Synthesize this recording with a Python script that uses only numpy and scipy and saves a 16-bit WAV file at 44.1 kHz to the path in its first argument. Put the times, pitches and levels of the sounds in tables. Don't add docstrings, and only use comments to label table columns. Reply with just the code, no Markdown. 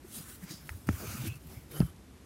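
import sys
import numpy as np
from scipy import signal
from scipy.fft import rfft, irfft
from scipy.io import wavfile
from scipy.ndimage import uniform_filter1d

SR = 44100
rng = np.random.default_rng(int(sys.argv[2]) if len(sys.argv) > 2 else 0)


def transcribe(u):
    v = np.clip(np.atleast_2d(u).T, -1, 1)
    q = np.round(v * 32767).astype(np.int16)
    wavfile.write(sys.argv[1], SR, q)


def attenuation_scalar(level_db):
    decades = np.asarray(level_db, float) / 20
    return 10 ** decades


N = 99577

TOP_HZ = 15800
SNAP_RISE_S, SAG_PER_S = 0.00011, 22


def bump(hz, centre_hz, octaves):
    return np.exp(-.5 * (np.log2((hz + 1) / centre_hz) / octaves) ** 2)


def even(x):
    return x / np.sqrt(np.mean(x ** 2) + 1e-30)


def smooth(x, bins, frames):
    return uniform_filter1d(uniform_filter1d(x, size=bins, axis=0), size=frames, axis=1)


def spectra(x):
    hz, t, values = signal.stft(x, SR, nperseg=512, noverlap=384)
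    return hz[:, None], t, values


def colour(x, gain):
    return signal.istft(spectra(x)[2] * gain, nperseg=512, noverlap=384)[1][:N]


def struck(rows, rise_s, sag_per_s):
    out = np.zeros(N)
    for s, db, hz, t60 in rows:
        t = np.clip(np.arange(N) / SR - s, 0, 3 * t60)
        turns = hz * np.log1p(sag_per_s * t) / sag_per_s
        ring = attenuation_scalar(db - 60 * t / t60) * np.sin(2 * np.pi * turns)
        out += ring * (1 - np.exp(-t / rise_s)) ** 2
    return out


def swells(rows):
    t = np.arange(N) / SR
    out = np.zeros(N)
    for s, db, hz, size in rows:
        out += attenuation_scalar(db) * np.exp(-((t - s) / size) ** 2) * np.cos(2 * np.pi * hz * (t - s))
    return out


def stroke_power(rows, octaves, bed_db, hz, t):
    power = 0
    for peak, rise, fall, db, bright_hz in rows:
        away = np.where(t < peak, (peak - t) / rise, (t - peak) / fall)
        shape = (bump(hz, bright_hz, octaves) + attenuation_scalar(bed_db) * bump(hz, bright_hz, 3.7)) ** 2
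        power = power + shape / shape.mean() * attenuation_scalar(db - 20 * away) ** 2
    return power


def air():
    # (frequency [Hz], density [dB per Hz])
    room_tone = [
        (25, -31),
        (60, 3.5),
        (130, -5),
        (280, -6),
        (520, -17.5),
        (1200, -23),
        (5000, -31),
        (12800, -33),
    ]
    hz = np.fft.rfftfreq(N, 1 / SR)
    tone_hz, tone_db = np.transpose(room_tone)
    gain = attenuation_scalar(np.interp(np.log(hz + 1), np.log(tone_hz), tone_db, left=-60))
    gain = gain / (1 + (hz / 14300) ** 20)
    return attenuation_scalar(-53.5) * even(irfft(rfft(rng.standard_normal(N)) * gain, N))


def grumbles(hz, t):
    # (peak [s], rise [s], fall [s], level [dB], brightest [Hz])
    finger_shifts = [
        (.19, 0.06, 0.058, -47.5, 193),
        (.53, 0.058, 0.027, -56, 332),
        (1.06, 0.14, 0.036, -50.5, 360),
        (1.26, 0.11, 0.051, -52, 284),
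        (1.52, 0.091, 0.14, -50.5, 134),
        (1.74, 0.066, 0.14, -47.5, 350),
        (1.815, 0.016, 0.026, -47, 1240),
        (.9, 0.03, 0.034, -42.5, 337),
        (1.9, 0.054, 0.014, -61, 130),
        (2.17, 0.076, 0.27, -63, 267),
    ]
    return stroke_power(finger_shifts, 0.52, -20.5, hz, t)


def whines(hz, t):
    # (peak [s], rise [s], fall [s], level [dB], brightest [Hz])
    thread_whines = [(1.288, 0.027, 0.045, -50, 2700), (1.343, .04, 0.064, -59, 2670),
                     (1.32, .04, 0.041, -60.5, 3220), (1.255, .03, 0.035, -58, 4000),
                     (1.77, .04, .06, -59.5, 4730), (1.77, .03, 0.056, -60, 770),
                     (1.755, 0.067, 0.15, -51, 11260), (0.516, 0.055, 0.16, -54, 4900),
                     (1.564, 0.1, 0.14, -64, 2170), (1.07, .12, 0.21, -54.5, 6260),
                     (1.18, 0.2, 0.059, -54, 1330)]
    return stroke_power(thread_whines, 0.097, -37, hz, t)


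def squeals(hz, t):
    # (peak [s], rise [s], fall [s], level [dB], brightest [Hz])
    tight_squeals = [
        (1.76, .04, .11, -52, 3120),
        (1.855, .05, .02, -60, 3100),
        (1.881, .015, .025, -65, 3080),
        (1.712, .01, .05, -59, 3700),
    ]
    return stroke_power(tight_squeals, .04, -37, hz, t)


def throbs():
    # (crest [s], peak [dB], frequency [Hz], length [s])
    skin_throbs = [(0.05, -42.5, 364, 0.005), (.176, -45.5, 217, 0.012), (.205, -43, 159, 0.0095),
                   (.441, -37.5, 181, 0.013), (.512, -40.5, 158, 0.0081), (.515, -45, 320, 0.0092),
                   (.542, -40.5, 167, 0.006), (.655, -48, 148, 0.028), (.719, -35, 75, 0.0092),
                   (0.756, -38, 89, 0.013), (1.27, -40, 327, 0.016), (0.883, -32.5, 114, 0.01),
                   (.905, -24, 96, 0.015), (0.942, -29, 79.6, 0.0093), (0.967, -49, 85, .012),
                   (1.093, -34.5, 95, 0.014), (1.153, -33.5, 202, 0.0046), (1.21, -34.5, 127, 0.027),
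                   (1.243, -32, 199, 0.003), (1.274, -36, 220, 0.005), (1.293, -31.5, 99, 0.02),
                   (1.318, -32.5, 120, 0.0098), (1.365, -41.5, 134, 0.0083), (1.465, -43.5, 155, 0.012),
                   (1.578, -37, 102, 0.0081), (1.765, -40.5, 147, 0.028), (1.799, -30, 130, 0.0055),
                   (1.832, -29, 60, 0.022), (1.8112, -24, 160, .0035), (1.835, -27, 120, .004),
                   (.895, -28, 250, .003), (1.852, -31, 154, 0.012), (1.91, -43, 75, 0.01),
                   (1.135, -43, 85, .015), (1.42, -52, 70, .015), (1.48, -49, 65, .015),
                   (1.525, -45.5, 75, .012), (1.62, -51, 80, .012), (1.95, -48.5, 151, 0.0079),
                   (2.11, -55, 55, 0.018), (1.52, -54.5, 380, 0.025)]
    return swells(skin_throbs)


def taps():
    # (time [s], peak [dB], frequency [Hz], t60 [s])
    skin_taps = [
        (.8894, -11.5, 214, 0.024),
        (.8897, -24.5, 313, 0.056),
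        (1.8042, -8, 184, 0.035),
        (1.8045, -20, 292, 0.014),
        (1.8045, -26.5, 604, 0.028),
        (1.826, -19, 157, 0.04),
        (1.827, -38, 313, 0.027),
    ]
    return struck(skin_taps, 0.00065, SAG_PER_S)


def crackles():
    # (time [s], level [dB], t60 [s])
    fibre_bursts = [
        (.399, -55, .006),
        (0.6728, -42, 0.004),
        (0.6941, -41.5, 0.0098),
        (.889, -39, 0.0066),
        (.8925, -59, 0.006),
        (1.356, -52, 0.0091),
        (1.8036, -44, 0.008),
        (1.963, -53, .008),
    ]
    t = np.arange(N) / SR
    envelope = sum(attenuation_scalar(db - 60 * np.abs(t - s) / t60) * (t >= s) for s, db, t60 in fibre_bursts)
    bursts = rng.standard_normal(N) * envelope
    return signal.lfilter(*signal.butter(2, 2500, "high", fs=SR), bursts)


def snaps():
    # (crest [s], peak [dB], frequency [Hz], length [s])
    nail_snaps = [(.69292, -25, 1910, 0.00034), (.6965, -41, 1800, 0.00038), (.702, -42, 1950, 0.001),
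                  (.88955, -18, 1450, 0.00027), (.8897, -34, 2750, .0005), (.8935, -46, 2500, 0.0007),
                  (.8965, -46, 3300, .0006), (.6928, -42, 4070, 0.00042), (1.8040, -35, 4860, 0.00073),
                  (1.8040, -35.5, 2780, 0.00054), (1.8195, -41.5, 1310, .0018), (1.816, -47, 2650, .002),
                  (1.8042, -41, 2400, .001), (1.8165, -45, 850, .002), (1.828, -44, 620, .002),
                  (.6942, -39, 1150, .001)]
    return swells(nail_snaps)


def rim():
    # (frequency [Hz], level [dB], t60 [s])
    rim_modes = [
        (657, -5, 0.021),
        (900, -8, .015),
        (1330, -1, .013),
        (1807, -4, .017),
        (2500, -7.5, 0.019),
        (2790, -9, .016),
        (3200, -12, .012),
    ]
    # (time [s], level [dB], brightest [Hz])
    rim_hits = [
        (.6927, -40, 2000),
        (.8894, -26, 1200),
        (1.8038, -36, 800),
    ]
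    rows = []
    for s, db, bright_hz in rim_hits:
        for hz, mode_db, t60 in rim_modes:
            loss_db = 6 * (np.log2(hz / bright_hz) / 0.84) ** 2
            rows.append((s, db + mode_db - loss_db, hz, t60))
    return struck(rows, SNAP_RISE_S, 1)


def ticks():
    # (time [s], peak [dB], frequency [Hz], t60 [s])
    needle_ticks = [
        (.8893, -33, 6400, .004),
        (.8893, -35, 4900, .004),
        (1.8035, -38, 11000, .004),
        (1.8035, -42, 8000, .004),
    ]
    return struck(needle_ticks, SNAP_RISE_S, SAG_PER_S)


def scrapes(hz, t):
    # (peak [s], rise [s], fall [s], level [dB], brightest [Hz])
    weave_scrapes = [(.17, 0.36, 0.36, -65.5, 1640), (.30, 0.21, 0.1, -57, 1350),
                     (.435, .04, 0.05, -61, 1800), (.5, .06, .06, -60, 2400),
                     (.505, 0.095, 0.054, -54.5, 1750), (.63, 0.093, 0.045, -62, 1600),
                     (.74, 0.15, 0.018, -59, 1330), (.945, .04, .06, -57, 3000),
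                     (1.08, .08, .04, -55, 1050), (1.27, 0.15, 0.033, -48.5, 3400),
                     (1.52, 0.059, 0.16, -77, 1100), (1.53, 0.055, 0.15, -65, 5200),
                     (1.775, 0.082, 0.066, -50, 1350), (1.87, .05, .07, -60, 1140),
                     (.49, 0.11, 0.083, -57, 1000), (1.72, 0.014, 0.027, -54, 1970)]
    return stroke_power(weave_scrapes, 0.3, -14.5, hz, t)


def brushes(hz, t):
    # (peak [s], rise [s], fall [s], level [dB], brightest [Hz])
    fibre_brushes = [(.165, 0.1, 0.12, -42.5, 10000), (.85, 0.12, 0.067, -62, 11000),
                     (.30, 0.09, 0.13, -47.5, 10500), (.35, 0.025, 0.037, -51.5, 12500),
                     (.44, 0.051, 0.034, -51.5, 11000), (.52, 0.092, 0.11, -47.5, 5600),
                     (.70, 0.21, 0.19, -54, 11600), (.765, 0.049, 0.061, -58.5, 12000),
                     (1.278, 0.032, 0.022, -41.5, 10900), (1.36, 0.011, 0.011, -56, 10200),
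                     (1.535, 0.26, 0.19, -56.5, 12000), (1.715, 0.0097, 0.079, -51.5, 11400),
                     (1.78, 0.043, 0.11, -49, 10900), (1.865, 0.08, 0.018, -56.5, 11000)]
    return stroke_power(fibre_brushes, 0.3, 0, hz, t)


def thread(hz, t):
    # (time [s], level [dB])
    thread_pull = [(.87, -53.5), (.9, -58.5), (.93, -54), (.96, -52), (1.0, -51), (1.06, -49.5),
                   (1.13, -49), (1.2, -50.5), (1.275, -49.5), (1.295, -58), (1.38, -65)]
    # (frequency [Hz], width [octaves], level [dB])
    weave_modes = [
        (626, .4, 4.5),
        (1350, 0.37, 8),
        (2420, 0.19, 5.5),
        (4800, 0.2, 0.5),
        (6500, 0.21, 0),
        (12000, 0.52, 1),
    ]
    pull = attenuation_scalar(np.interp(t, *np.transpose(thread_pull), left=-120, right=-120)) ** 2
    weave = attenuation_scalar(-3) ** 2 * bump(hz, 4000, 4.1)
    for mode_hz, octaves, db in weave_modes:
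        weave = weave + (attenuation_scalar(db) * bump(hz, mode_hz, octaves)) ** 2
    drum = attenuation_scalar(27) ** 2 * bump(hz, 116, 0.66) ** 2
    return weave / weave.mean() * pull * attenuation_scalar(3.5) ** 2 + drum * pull


def fibres():
    slips_per_s, spread_db, patch_db, flicker_db = 9000, 2, .75 * 3, 1.04
    hz, t, _ = spectra(np.zeros(N))
    strength = attenuation_scalar(spread_db * np.minimum(rng.exponential(1, N), 4))
    slips = strength * (rng.random(N) < slips_per_s / SR) * rng.standard_normal(N)
    power = thread(hz, t) + brushes(hz, t) + scrapes(hz, t)
    power = power + grumbles(hz, t) + whines(hz, t) + squeals(hz, t)
    patches = even(smooth(rng.standard_normal((len(t), len(hz))).T, 5, 16))
    flicker = even(uniform_filter1d(rng.standard_normal(len(t)), size=3))
    drift = attenuation_scalar(patch_db * patches + flicker_db * flicker)
    return colour(even(slips + rng.standard_normal(N)), np.sqrt(power) * drift)


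def scene():
    skin = throbs() + taps()
    hard = snaps() + rim() + ticks()
    return (air() + skin + crackles() + hard + fibres())[None]


def mute_top(x):
    low_hz, muted_percent, ragged_db = 13500, 24, 1.5
    hz, _, values = spectra(x)
    power = smooth(np.abs(values) ** 2, 3, 9)
    ragged = even(smooth(rng.standard_normal(power.shape[::-1]).T, 4, 16))
    power = power * attenuation_scalar(2 * ragged_db * ragged)
    top = (hz > low_hz) & (hz < TOP_HZ)
    faint = power < np.percentile(power[top[:, 0]], muted_percent)
    return colour(x, 1. - top * faint)


def band_limit(x):
    return signal.sosfilt(signal.butter(12, 15820, fs=SR, output="sos"), x)


def record(dry):
    hz = np.fft.rfftfreq(N, 1 / SR)
    narrow_dip = attenuation_scalar(-9 * bump(hz, 14400, .012))
    bass_cut = 1 / np.sqrt(1 + (44.4 / (hz + 1)) ** 8)
    heard = irfft(rfft(dry[0]) * narrow_dip * bass_cut * (hz < TOP_HZ), N)
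    return band_limit(mute_top(heard)[None])


dry = scene()
out = record(dry)
transcribe(out)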